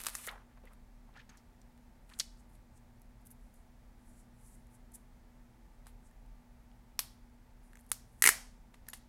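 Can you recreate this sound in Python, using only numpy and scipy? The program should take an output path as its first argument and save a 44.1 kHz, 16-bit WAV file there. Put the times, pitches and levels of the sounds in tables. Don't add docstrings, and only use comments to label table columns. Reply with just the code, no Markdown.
import sys
import numpy as np
from scipy import signal
from scipy.fft import rfft, irfft
from scipy.io import wavfile
from scipy.ndimage import uniform_filter1d

SR = 44100
rng = np.random.default_rng(int(sys.argv[2]) if len(sys.argv) > 2 else 0)


def transcribe(signal):
    frames = np.atleast_2d(signal).T
    limited = np.clip(frames, -1, 1)
    pcm = np.round(limited * 32767).astype(np.int16)
    wavfile.write(sys.argv[1], SR, pcm)


def makeup_ratio(level_db):
    decades = np.asarray(level_db, float) / 20
    return 10 ** decades


N = 400428

# resonance in Hz, width in Hz, level in dB.
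SHEET_MODES = [(500, 1300, -9), (1400, 895, -3.5), (2200, 1800, -5), (3685.6, 915, -7.5)]
# resonance in Hz, width in Hz, level in dB.
FLAP_MODES = [(200.8, 320, -19), (430, 96, -14), (1047, 320, -16.5), (1375.5, 240, -8), (1900, 240, 3),
              (1889, 810, -8), (3800, 1400, -10)]
# start in seconds, peak in dB, treble centre in Hz, low ring relative in dB, length in ms.
LABEL_SNAPS = [(6.9916, -16, 7641, -2, 2.0513), (7.9167, -11, 9364, -6, 2.6637),
               (7.7323, -60.5, 7419, 12, 2.83), (7.7915, -54, 7290, -1, 2.26),
               (7.7548, -50, 7160, 3, 2.833), (7.7713, -54, 6950, 4.5, 2.492),
               (8.7392, -60, 7700, 4, 0.984), (8.7418, -58.5, 6600, 14, 5.4), (8.8676, -60, 5470, 10, 1.84),
               (8.8839, -48.5, 8870, 3, 4.9), (8.8863, -30, 10980, -15.5, 2.717),
               (8.9322, -44, 10780, 8.5, 6.472), (8.9338, -41, 9000, -14.5, 9.46),
               (8.9374, -42.5, 9495, -3.5, 5.405), (8.9727, -51, 10990, -14.5, 6)]


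def unit(x):
    return x / np.sqrt(np.mean(x ** 2))


def band(x, hz, width):
    return signal.lfilter(*signal.iirpeak(min(hz, 0.4 * SR), hz / width, SR), x)


def below(x, hz):
    return signal.sosfilt(signal.ellip(8, 0.2, 70, hz, fs=SR, output="sos"), x)


def walk(rate, size=N):
    hold = int(SR / rate)
    steps = np.repeat(rng.standard_normal(size // hold + 1), hold)
    return uniform_filter1d(uniform_filter1d(steps, hold), hold)[:size]


def all_directions(sound):
    power = abs(rfft(sound)) ** 2
    high = np.clip(np.arange(len(power)) * SR / len(sound) / 1500 - 1.6, 0, 1)
    power = (1 - high) * uniform_filter1d(power, size=21) + high * uniform_filter1d(power, size=91)
    folded = irfft(np.log(abs(power) + 1e-12)) * (np.arange(len(sound)) < len(sound) // 2)
    folded[0] /= 2
    return irfft(np.exp(rfft(folded)))


def snaps(table, body, wide, air_db, kick, rise_ms, spread, room_db, room_shift=1, room_ring_db=0):
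    out = np.zeros((2, N + 2000))
    t = np.arange(2000) / SR
    pull = -1.0 * (np.arange(len(t)) == int(rise_ms * SR / 1000))
    for (s, db, hz, low_db, ms), slips in zip(table, rng.standard_normal((len(table), len(t)))):
        start = int(s * SR)
        rise = np.minimum(t * 1000 / rise_ms / np.sqrt(ms), 1)
        flurry = slips * np.exp(-t * 2200 / ms) * rise
        jerk = kick / ms * pull
        smooth = jerk + flurry * min(ms / 6, 1) ** 3
        ring = sum(makeup_ratio(g) * band(smooth + 0.35 * flurry, f, w) / np.sqrt(w) for f, w, g in body)
        ring = ring / abs(ring).max()

        def radiate(force, centre, width, ring_db):
            treble = band(band(force, centre, width), centre, min(2 * width, 3.7 * centre))
            treble = treble + makeup_ratio(air_db) * band(force, 0.8 * centre, 1.1 * centre)
            return treble / abs(treble).max() + makeup_ratio(ring_db) * ring

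        direct = radiate(jerk + flurry, hz, wide * hz, low_db)
        around = radiate(smooth, hz * room_shift, spread * hz, low_db + room_ring_db)
        around = all_directions(around)
        around *= makeup_ratio(room_db) * np.sqrt(np.sum(direct ** 2) / np.sum(around ** 2))
        out[:, start:start + len(t)] += makeup_ratio(db) * np.array([direct, around])
    return out[:, :N]


def scrape(tables, wide, grain_db, flicker_db, rate):
    out = np.zeros(N)
    centres = 2 ** np.arange(8.75, 13.8, 0.25)
    for table in tables:
        s, db, hz = np.transpose(table)
        i = np.arange(int(s[0] * SR), min(int(s[-1] * SR), N))
        sizes_db = grain_db * np.minimum(rng.exponential(size=len(i)), 4)
        sizes_db = sizes_db + flicker_db * walk(rate, size=len(i))
        grains = rng.standard_normal(len(i)) * makeup_ratio(sizes_db)
        bank = np.array([band(band(grains, c, 0.3 * c), c, 0.3 * c) / np.sqrt(c) for c in centres])
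        octaves_off = np.log(centres[:, None] / np.interp(i / SR, s, hz))
        share = np.exp(-octaves_off ** 2 / wide ** 2)
        fade_in = i - i[0] + 300 * (i[0] < 9)
        edge = np.minimum(np.minimum(fade_in, i[-1] - i) / 300, 1)
        out[i] += unit((share * bank).sum(axis=0)) * makeup_ratio(np.interp(i / SR, s, db)) * edge
    return out


def strokes(rows):
    drop_db = 21.5
    return [[(s - swell, db - drop_db, hz), (s, db, hz), (s + fade, db - drop_db, hz)]
            for s, db, hz, swell, fade in rows]


def ventilation():
    # frequency in Hz, density in dB per Hz.
    air_spectrum = [(12, -32.5), (20, 2), (53, -2.5), (88, -10.5), (129, -10), (166, -16.5), (239, -10.5),
                    (290, -23), (394, -24), (885, -22.5), (1080, -29.5), (2040, -31), (2850, -38.5),
                    (11800, -44), (15600, -45.5)]
    # centre in Hz, width in Hz, level in dB.
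    hum_bands = [(38.546, 6.4, -61), (118.47, 6.2, -72.5), (208.95, 5.3, -83), (333.1, 10, -84),
                 (879.93, 31, -83.5), (1176.7, 5, -90)]
    hz = np.maximum(np.arange(N // 2 + 1) * SR / N, 1)
    at, db = np.transpose(air_spectrum)
    shape = makeup_ratio(np.interp(np.log(hz), np.log(at), db))
    air = unit(irfft(rfft(rng.standard_normal(N)) * shape, N))
    hum = sum(makeup_ratio(db) * unit(band(band(rng.standard_normal(N), f, w), f, w)) for f, w, db in hum_bands)
    mains = makeup_ratio(-66 + 1.2 * walk(4.9)) * np.sin(2 * np.pi * 241.32 * np.arange(N) / SR)
    return below(makeup_ratio(-60 + 0.5 * walk(0.9487)) * air + hum + mains, 15800)


def film_peel():
    # time in seconds, level in dB.
    pull_levels = [
        (0.0, -50.5),
        (0.057, -84),
        (0.106, -63.5),
        (0.13, -56.5),
        (0.168, -54),
        (0.21, -54.5),
        (0.274, -49),
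        (0.31, -89),
    ]
    hiss = [(s, db, 10100) for s, db in pull_levels]
    bend = [(0, -59, 2191.3), (0.275, -59, 2191.3)]  # s, dB, Hz
    out = scrape([hiss], 0.2097, grain_db=5.0, flicker_db=1.0, rate=184.63)
    return out + scrape([bend], 0.9728, grain_db=2.5, flicker_db=3.42, rate=70.82)


def film_crackles():
    # start in seconds, peak in dB, low ring relative in dB.
    jumps = [(0.0037, -28, -4.5), (0.0096, -34, -1), (0.0153, -26.5, -9), (0.0194, -33, -7.5),
             (0.027, -36.5, -6), (0.0325, -35, -6.5), (0.0372, -23, -6.5), (0.045, -44, 8),
             (0.0485, -28.5, 0), (0.0541, -32.5, -7), (0.0596, -24.5, -4.5), (0.0647, -48.5, 14.5),
             (0.0721, -24.5, -1.5), (0.0855, -21.5, -2), (0.094, -26.5, -5), (0.0998, -29.5, -7.5),
             (0.147, -30.5, -5.5), (0.169, -37.5, -5), (0.253, -42, -19), (0.2573, -39.5, -9),
             (0.264, -43, -12), (0.268, -24, -19), (0.2724, -28.5, -23.5), (0.274, -24, -4),
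             (0.3133, -37.5, -10)]
    off = np.exp(0.05 * rng.standard_normal((len(jumps), 2)))
    rows = [(s, db, 10200 * a, low_db, 1.0 * b ** 5)
            for (s, db, low_db), (a, b) in zip(jumps, off)]
    return snaps(rows, SHEET_MODES, wide=0.83, air_db=-17, kick=10, rise_ms=0.12, spread=0.86, room_db=3.5)


def film_folds():
    # start in seconds, peak in dB, treble centre in Hz, low ring relative in dB, length in ms.
    creases = [(0.0671, -20, 6811, 0, 3.881), (0.115, -41.5, 9000, -12, 1.202),
               (0.1508, -37, 11000, -2.5, 1.187), (0.1519, -26, 7575, -3, 4.95),
               (0.1893, -43, 8000, 4.5, 1.1), (0.1554, -41, 8800, 4.5, 3.66),
               (0.2145, -43.5, 9000, -1.5, 3.83), (0.6546, -45.5, 10950, -7, 0.72),
               (0.7344, -50.5, 10300, -1, 3.753), (1.2925, -60.5, 4208, 9.5, 11.52),
               (1.2973, -64.5, 3200, -0.5, 6), (1.373, -47, 7983, -24, 2.152),
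               (1.7775, -57.5, 7800, 5.5, 1.538), (2.094, -48.5, 8800, 0, 1.05),
               (2.0984, -62, 8100, 11, 6.99), (2.1893, -35.5, 8290, -10.5, 6.45),
               (2.193, -54.5, 8200, 4, 3.363)]
    return snaps(creases, SHEET_MODES, wide=0.62, air_db=-22.5, kick=13.0, rise_ms=0.1,
                 spread=0.86, room_db=3.0)


def facet_pings():
    # start in seconds, peak in dB, ring in Hz, length in ms.
    facets = [(0.2744, -39.5, 2000, 2.366), (0.334, -53.5, 700, 6.3), (0.378, -56, 1605, 3.024),
              (1.1697, -50.5, 1398, 10.89), (1.178, -49.5, 1750, 7.72), (1.19, -67.5, 6431, 7.96),
              (1.1954, -49.5, 1801, 6.86), (1.293, -57, 6452, 4.98), (1.298, -58.5, 6482, 6.93),
              (1.305, -62, 1706, 6.1), (1.331, -73, 6453, 14.18), (1.37, -62, 5793, 2.558),
              (6.028, -66.5, 1500, 3), (6.111, -65.5, 1800, 2.9), (6.262, -69.5, 2793, 3),
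              (0.67, -56, 1950, 11.3), (8.743, -53.5, 1950, 3.3), (0.636, -60, 451.4, 14.05),
              (8.885, -46.5, 1750, 7.32), (8.894, -55.5, 7000, 23.8), (8.896, -46.5, 11300, 12),
              (8.936, -55, 6982, 15.2), (8.938, -52.5, 9288, 22.44)]
    out = np.zeros((2, N))
    for s, db, hz, ms in facets:
        out += snaps([(s, db, hz, -40, ms)], SHEET_MODES[:1], wide=210 / hz, air_db=-34, kick=3.0,
                     rise_ms=0.3, spread=0.15, room_db=0)
    return out


def bumps_and_ticks():
    # start in seconds, peak in dB, centre in Hz, low ring relative in dB, length in ms.
    dull_bumps = [(0.2752, -40.5, 440.9, -12.5, 1.803), (0.574, -58.5, 1499, -23, 2.46),
                  (0.635, -54.5, 463.3, -31.5, 49.1), (1.191, -68, 4600, -4, 8.7),
                  (1.297, -61, 8000, -20.5, 8.92), (1.376, -57, 5000, -19.5, 26.85),
                  (2.372, -63, 4790, -11.5, 5.95), (2.553, -59.5, 9140, 3.5, 3.617),
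                  (2.7769, -61, 7006, -3.5, 6.1), (5.8595, -59, 7600, 7, 2.175),
                  (5.862, -58.5, 1100, -8.5, 2.2), (5.8673, -55.5, 10000, 2.5, 52.97),
                  (5.868, -47, 1158, -12.5, 2.071), (5.8693, -45.5, 8100, -14.5, 3.402),
                  (6.715, -63, 3200, -18, 4.2), (1.6158, -54.5, 6081, -25, 3.504),
                  (2.136, -49.5, 3600, -11.5, 9), (1.173, -57, 3800, -7, 3.33),
                  (1.14, -63.5, 3478, -5.5, 3.94)]
    # start in seconds, peak in dB, treble centre in Hz, length in ms.
    skin_ticks = [(2.9973, -56, 10480, 1.105), (3.0183, -45, 10350, 1.44), (3.209, -59.5, 10460, 2.02),
                  (3.217, -63, 9800, 5.1), (3.2541, -48, 10400, 1.0), (3.2602, -50.5, 11620, 5),
                  (3.268, -50, 11600, 6.1), (3.2714, -38.5, 11040, 1.183), (3.3051, -51, 11300, 6.24),
                  (3.3107, -54.5, 11390, 6.01), (3.312, -47, 11790, 12.96), (3.5396, -57, 10510, 6.83),
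                  (4.4116, -56, 8813, 1.006), (4.669, -58.5, 9044, 2.9), (4.9183, -55.5, 9600, 9.5),
                  (4.9397, -55, 10160, 6.07), (4.9415, -47.5, 9800, 13), (4.956, -40, 10100, 3.12),
                  (6.112, -59, 9050, 1.5), (6.262, -60, 9000, 1.5)]
    ticks = [(s, db, hz, -18, ms) for s, db, hz, ms in skin_ticks]
    return snaps(ticks + dull_bumps, SHEET_MODES, wide=0.46, air_db=-15, kick=7.9, rise_ms=0.084,
                 spread=0.24, room_db=-4.0)


def sheet_whip():
    # time in seconds, level in dB, centre in Hz.
    glide = [
        (0.277, -56.5, 1200),
        (0.285, -42, 1557),
        (0.292, -42.5, 2544),
        (0.301, -53.5, 3700),
    ]
    return scrape([glide], 0.238, grain_db=-1.5, flicker_db=7.0, rate=194.7)


def sheet_rustles():
    # loudest moment in seconds, level in dB, centre in Hz, swell in seconds, fade in seconds.
    rubs = [(0.285, -46, 1197, 0.01993, 0.06765), (0.33, -50.5, 946.5, 0.06753, 0.08325),
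            (0.52, -71, 1300, 0.03636, 0.0394), (0.576, -66.5, 1100, 0.02102, 0.02273),
            (0.676, -65.5, 1900, 0.05335, 0.0233), (0.72, -64, 940.5, 0.05229, 0.0268),
            (1.092, -65, 900, 0.03764, 0.02524), (1.175, -64.5, 3300, .02, 0.02258),
            (1.2, -61, 2200, 0.03365, 0.06195), (1.302, -61, 1580, 0.010884, 0.11213),
            (1.165, -58.5, 1300, 0.04313, 0.02213), (2.115, -60.5, 1500, 0.03, 0.11),
            (0.39, -63, 1100, 0.03, 0.0709)]
    return scrape(strokes(rubs), 0.426, grain_db=1.5, flicker_db=4.0, rate=120.7)


def finger_slides():
    # loudest moment in seconds, level in dB, centre in Hz, swell in seconds, fade in seconds.
    creeps = [(2.13, -72, 8414, 0.107, 0.327), (2.19, -62, 8280, 0.01883, 0.003775),
              (2.398, -72, 8555, 0.04243, 0.0415), (2.552, -70.5, 10320, 0.0463, 0.0249),
              (2.776, -71, 8330, 0.0684, 0.01917), (3.267, -66, 11360, 0.02717, 0.0306),
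              (3.315, -59.5, 11650, .022, 0.0194), (3.43, -78.5, 9294, 0.0756, 0.158),
              (3.56, -74.5, 9400, 0.0478, 0.1246), (4.092, -72.5, 9320, 0.1504, 0.1796),
              (4.206, -69.5, 8800, 0.1574, 0.0469), (4.468, -66, 9401, 0.1406, 0.1855),
              (4.554, -66.5, 9432, 0.11, 0.01072), (4.75, -65.5, 9718, 0.0577, 0.0277),
              (4.95, -50, 9932, 0.02002, 0.0234), (0.732, -76, 10100, 0.02788, 0.0356),
              (5.875, -67.5, 9780, 0.0029, 0.051), (6.072, -69.5, 8157, 0.0572, 0.034),
              (2.5, -76, 10460, .03, .04), (7.635, -75, 9966, 0.01882, 0.1976),
              (7.85, -82.5, 10100, 0.1911, 0.224), (8.13, -74.5, 10060, 0.1052, 0.2144),
              (8.215, -65, 10100, 0.0445, 0.003727), (8.945, -59, 9500, 0.0032, 0.053)]
    return scrape(strokes(creeps), 0.18, grain_db=-0.5, flicker_db=1.5, rate=91)


def sheet_spring():
    # start in seconds, peak in dB, treble centre in Hz, low ring relative in dB, length in ms.
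    pops = [
        (2.1966, -35, 4300, -2.5, 2.5),
        (2.1984, -17.5, 5570, -9.5, 3.2),
        (2.2004, -29, 5200, -3.5, 9),
        (2.2027, -21, 4900, -3, 2.2),
        (2.2085, -39.5, 2600, 0.5, 6),
    ]
    # resonance in Hz, width in Hz, level in dB.
    crease_modes = [(700, 270, -9.5), (1300, 600, -7.5), (2200, 1200, 4.5), (3970, 1020, 11.5)]
    return snaps(pops, crease_modes, wide=0.66, air_db=-22.5, kick=9.8, rise_ms=0.35, spread=1.2,
                 room_db=0.0, room_shift=0.85, room_ring_db=2.0)


def label_corner():
    # resonance in Hz, width in Hz, level in dB.
    corner_modes = [(199.7, 96, -10.5), (566, 290, -13.5), (1300, 711, 4), (2807, 930, -1),
                    (3860, 1857, -3)]
    # start in seconds, peak in dB, treble centre in Hz, low ring relative in dB,
    # length in ms.
    bright_echo = (7, -32, 11500, -15.5, 5)
    out = snaps(LABEL_SNAPS[:1], corner_modes, wide=0.8307, air_db=-13.5, kick=1.95, rise_ms=0.3,
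                spread=0.9, room_db=6.0, room_shift=1.479, room_ring_db=-4)
    return out + snaps([bright_echo], corner_modes, wide=0.36, air_db=-17.5, kick=1.46, rise_ms=0.266,
                       spread=0.91, room_db=-1.0)


def label_picking():
    # resonance in Hz, width in Hz, level in dB.
    pick_modes = [(1750, 464.4, 3), (10482, 1500, -8.5)]
    # start in seconds, peak in dB.
    glue_threads = [(7.7862, -61), (7.7914, -56), (7.7972, -54), (7.8035, -59.5), (7.8093, -49.5),
                    (7.83, -69), (7.84, -65.5), (7.849, -61.5), (7.8649, -55.5), (7.8914, -52),
                    (7.8958, -52), (7.9016, -47.5)]
    threads = [(s, db, 10300, -18.5, 1.8) for s, db in glue_threads]
    out = snaps(LABEL_SNAPS[2:6], pick_modes, wide=0.308, air_db=-26.5, kick=3.944, rise_ms=0.29,
                spread=0.6, room_db=3.0)
    return out + snaps(threads, pick_modes, wide=0.3, air_db=-12, kick=3.0, rise_ms=0.2,
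                       spread=0.6, room_db=1.5)


def label_edge():
    # resonance in Hz, width in Hz, level in dB.
    edge_modes = [(500, 370, -17.5), (1300, 650, -3), (2000, 700, -2.5), (3300, 870, -7),
                  (4790, 1800, -7.5)]
    return snaps(LABEL_SNAPS[1:2], edge_modes, wide=0.28, air_db=-13, kick=11.0, rise_ms=0.26,
                 spread=1.05, room_db=1.36, room_shift=1.1, room_ring_db=-1.5)


def label_rip():
    # start in seconds, peak in dB, treble centre in Hz, low ring relative in dB, length in ms.
    rip_snaps = [
        (8.2224, -6, 8646, -5, 2.7),
        (8.2398, -6.5, 8784, -0.5, 3),
        (8.2541, -7.5, 9780, -1.5, 2.8817),
        (8.2613, -4.5, 8397, -3, 2.6),
        (8.273, -8.5, 7836, 0.5, 4.9),
        (8.29, -3, 8609, -1, 2),
    ]
    span_hz = [1932.8, 1898.1, 2200, 1950, 2028.2, 1800]
    out = np.zeros((2, N))
    for snap, hz in zip(rip_snaps, span_hz):
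        tuned = [(f * hz / 1900, w, db) for f, w, db in FLAP_MODES[4:6]]
        span = FLAP_MODES[:4] + tuned + FLAP_MODES[6:]
        out += snaps([snap], span, wide=0.6, air_db=-11, kick=11.601, rise_ms=0.36, spread=1.0,
                     room_db=6.5, room_shift=1.08, room_ring_db=-3.0)
    return out


def case_knocks():
    # resonance in Hz, width in Hz, level in dB.
    case_modes = [(150, 160, -13.5), (502, 190, -13), (1100, 640, 4.5), (1812.7, 290, 4), (3050, 400, -6),
                  (4265.6, 1900, -22.5)]
    return snaps(LABEL_SNAPS[6:], case_modes + FLAP_MODES[-2:-1], wide=0.48, air_db=-6.0, kick=2.2,
                 rise_ms=0.12, spread=1.05, room_db=9.5)


def room(x):
    # delay in ms, level in dB, smear in ms.
    reflections = [
        (1.79, -13.5, 1.4),
        (7.896, -21, 0.86),
        (12.23, -22.5, 2.2),
        (24, -32, 3.0),
    ]
    # band centre in Hz, level in dB, 60 dB decay time in seconds.
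    tail_bands = [(250.5, -40, .3), (696, -15.5, 0.48), (1800, -18.5, 0.264), (3000, -21, 0.24),
                  (5000, -14, 0.408), (9000, -16.5, 0.273), (14000, -16.5, .2)]
    t = np.arange(SR // 2) / SR
    reply = np.zeros(len(t))
    for ms, db, smear in reflections:
        late = np.maximum(t * 1000 - ms, 0)
        fade = np.minimum(late / 1.6, 1) * np.exp(-late / smear)
        puff = band(rng.standard_normal(len(t)), 10000, 11000) * fade
        reply += makeup_ratio(db) * puff / np.sqrt(np.sum(puff ** 2))
    for hz, db, t60 in tail_bands:
        wash = unit(band(band(rng.standard_normal(len(t)), hz, hz), hz, hz))
        fade = makeup_ratio(-60 * t / t60) * np.minimum(t / 0.0033, 1)
        reply += makeup_ratio(db) * wash * fade * np.sqrt(hz / SR / np.sum(fade ** 2))
    return signal.fftconvolve(x, reply)[:N]


def scene():
    near = film_crackles() + film_folds() + facet_pings() + bumps_and_ticks() + sheet_spring()
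    near += label_corner() + label_picking() + label_edge() + label_rip() + case_knocks()
    near += film_peel() + sheet_whip() + sheet_rustles() + finger_slides()
    capsule = signal.butter(4, 14400, fs=SR, output="sos")
    direct, around = signal.sosfilt(capsule, near)
    return (direct + room(around) + ventilation())[None]


def low_pass(x):
    return signal.sosfilt(signal.butter(12, 16820, fs=SR, output="sos"), x)


def record(dry):
    return low_pass(dry)


dry = scene()
out = record(dry)
transcribe(out)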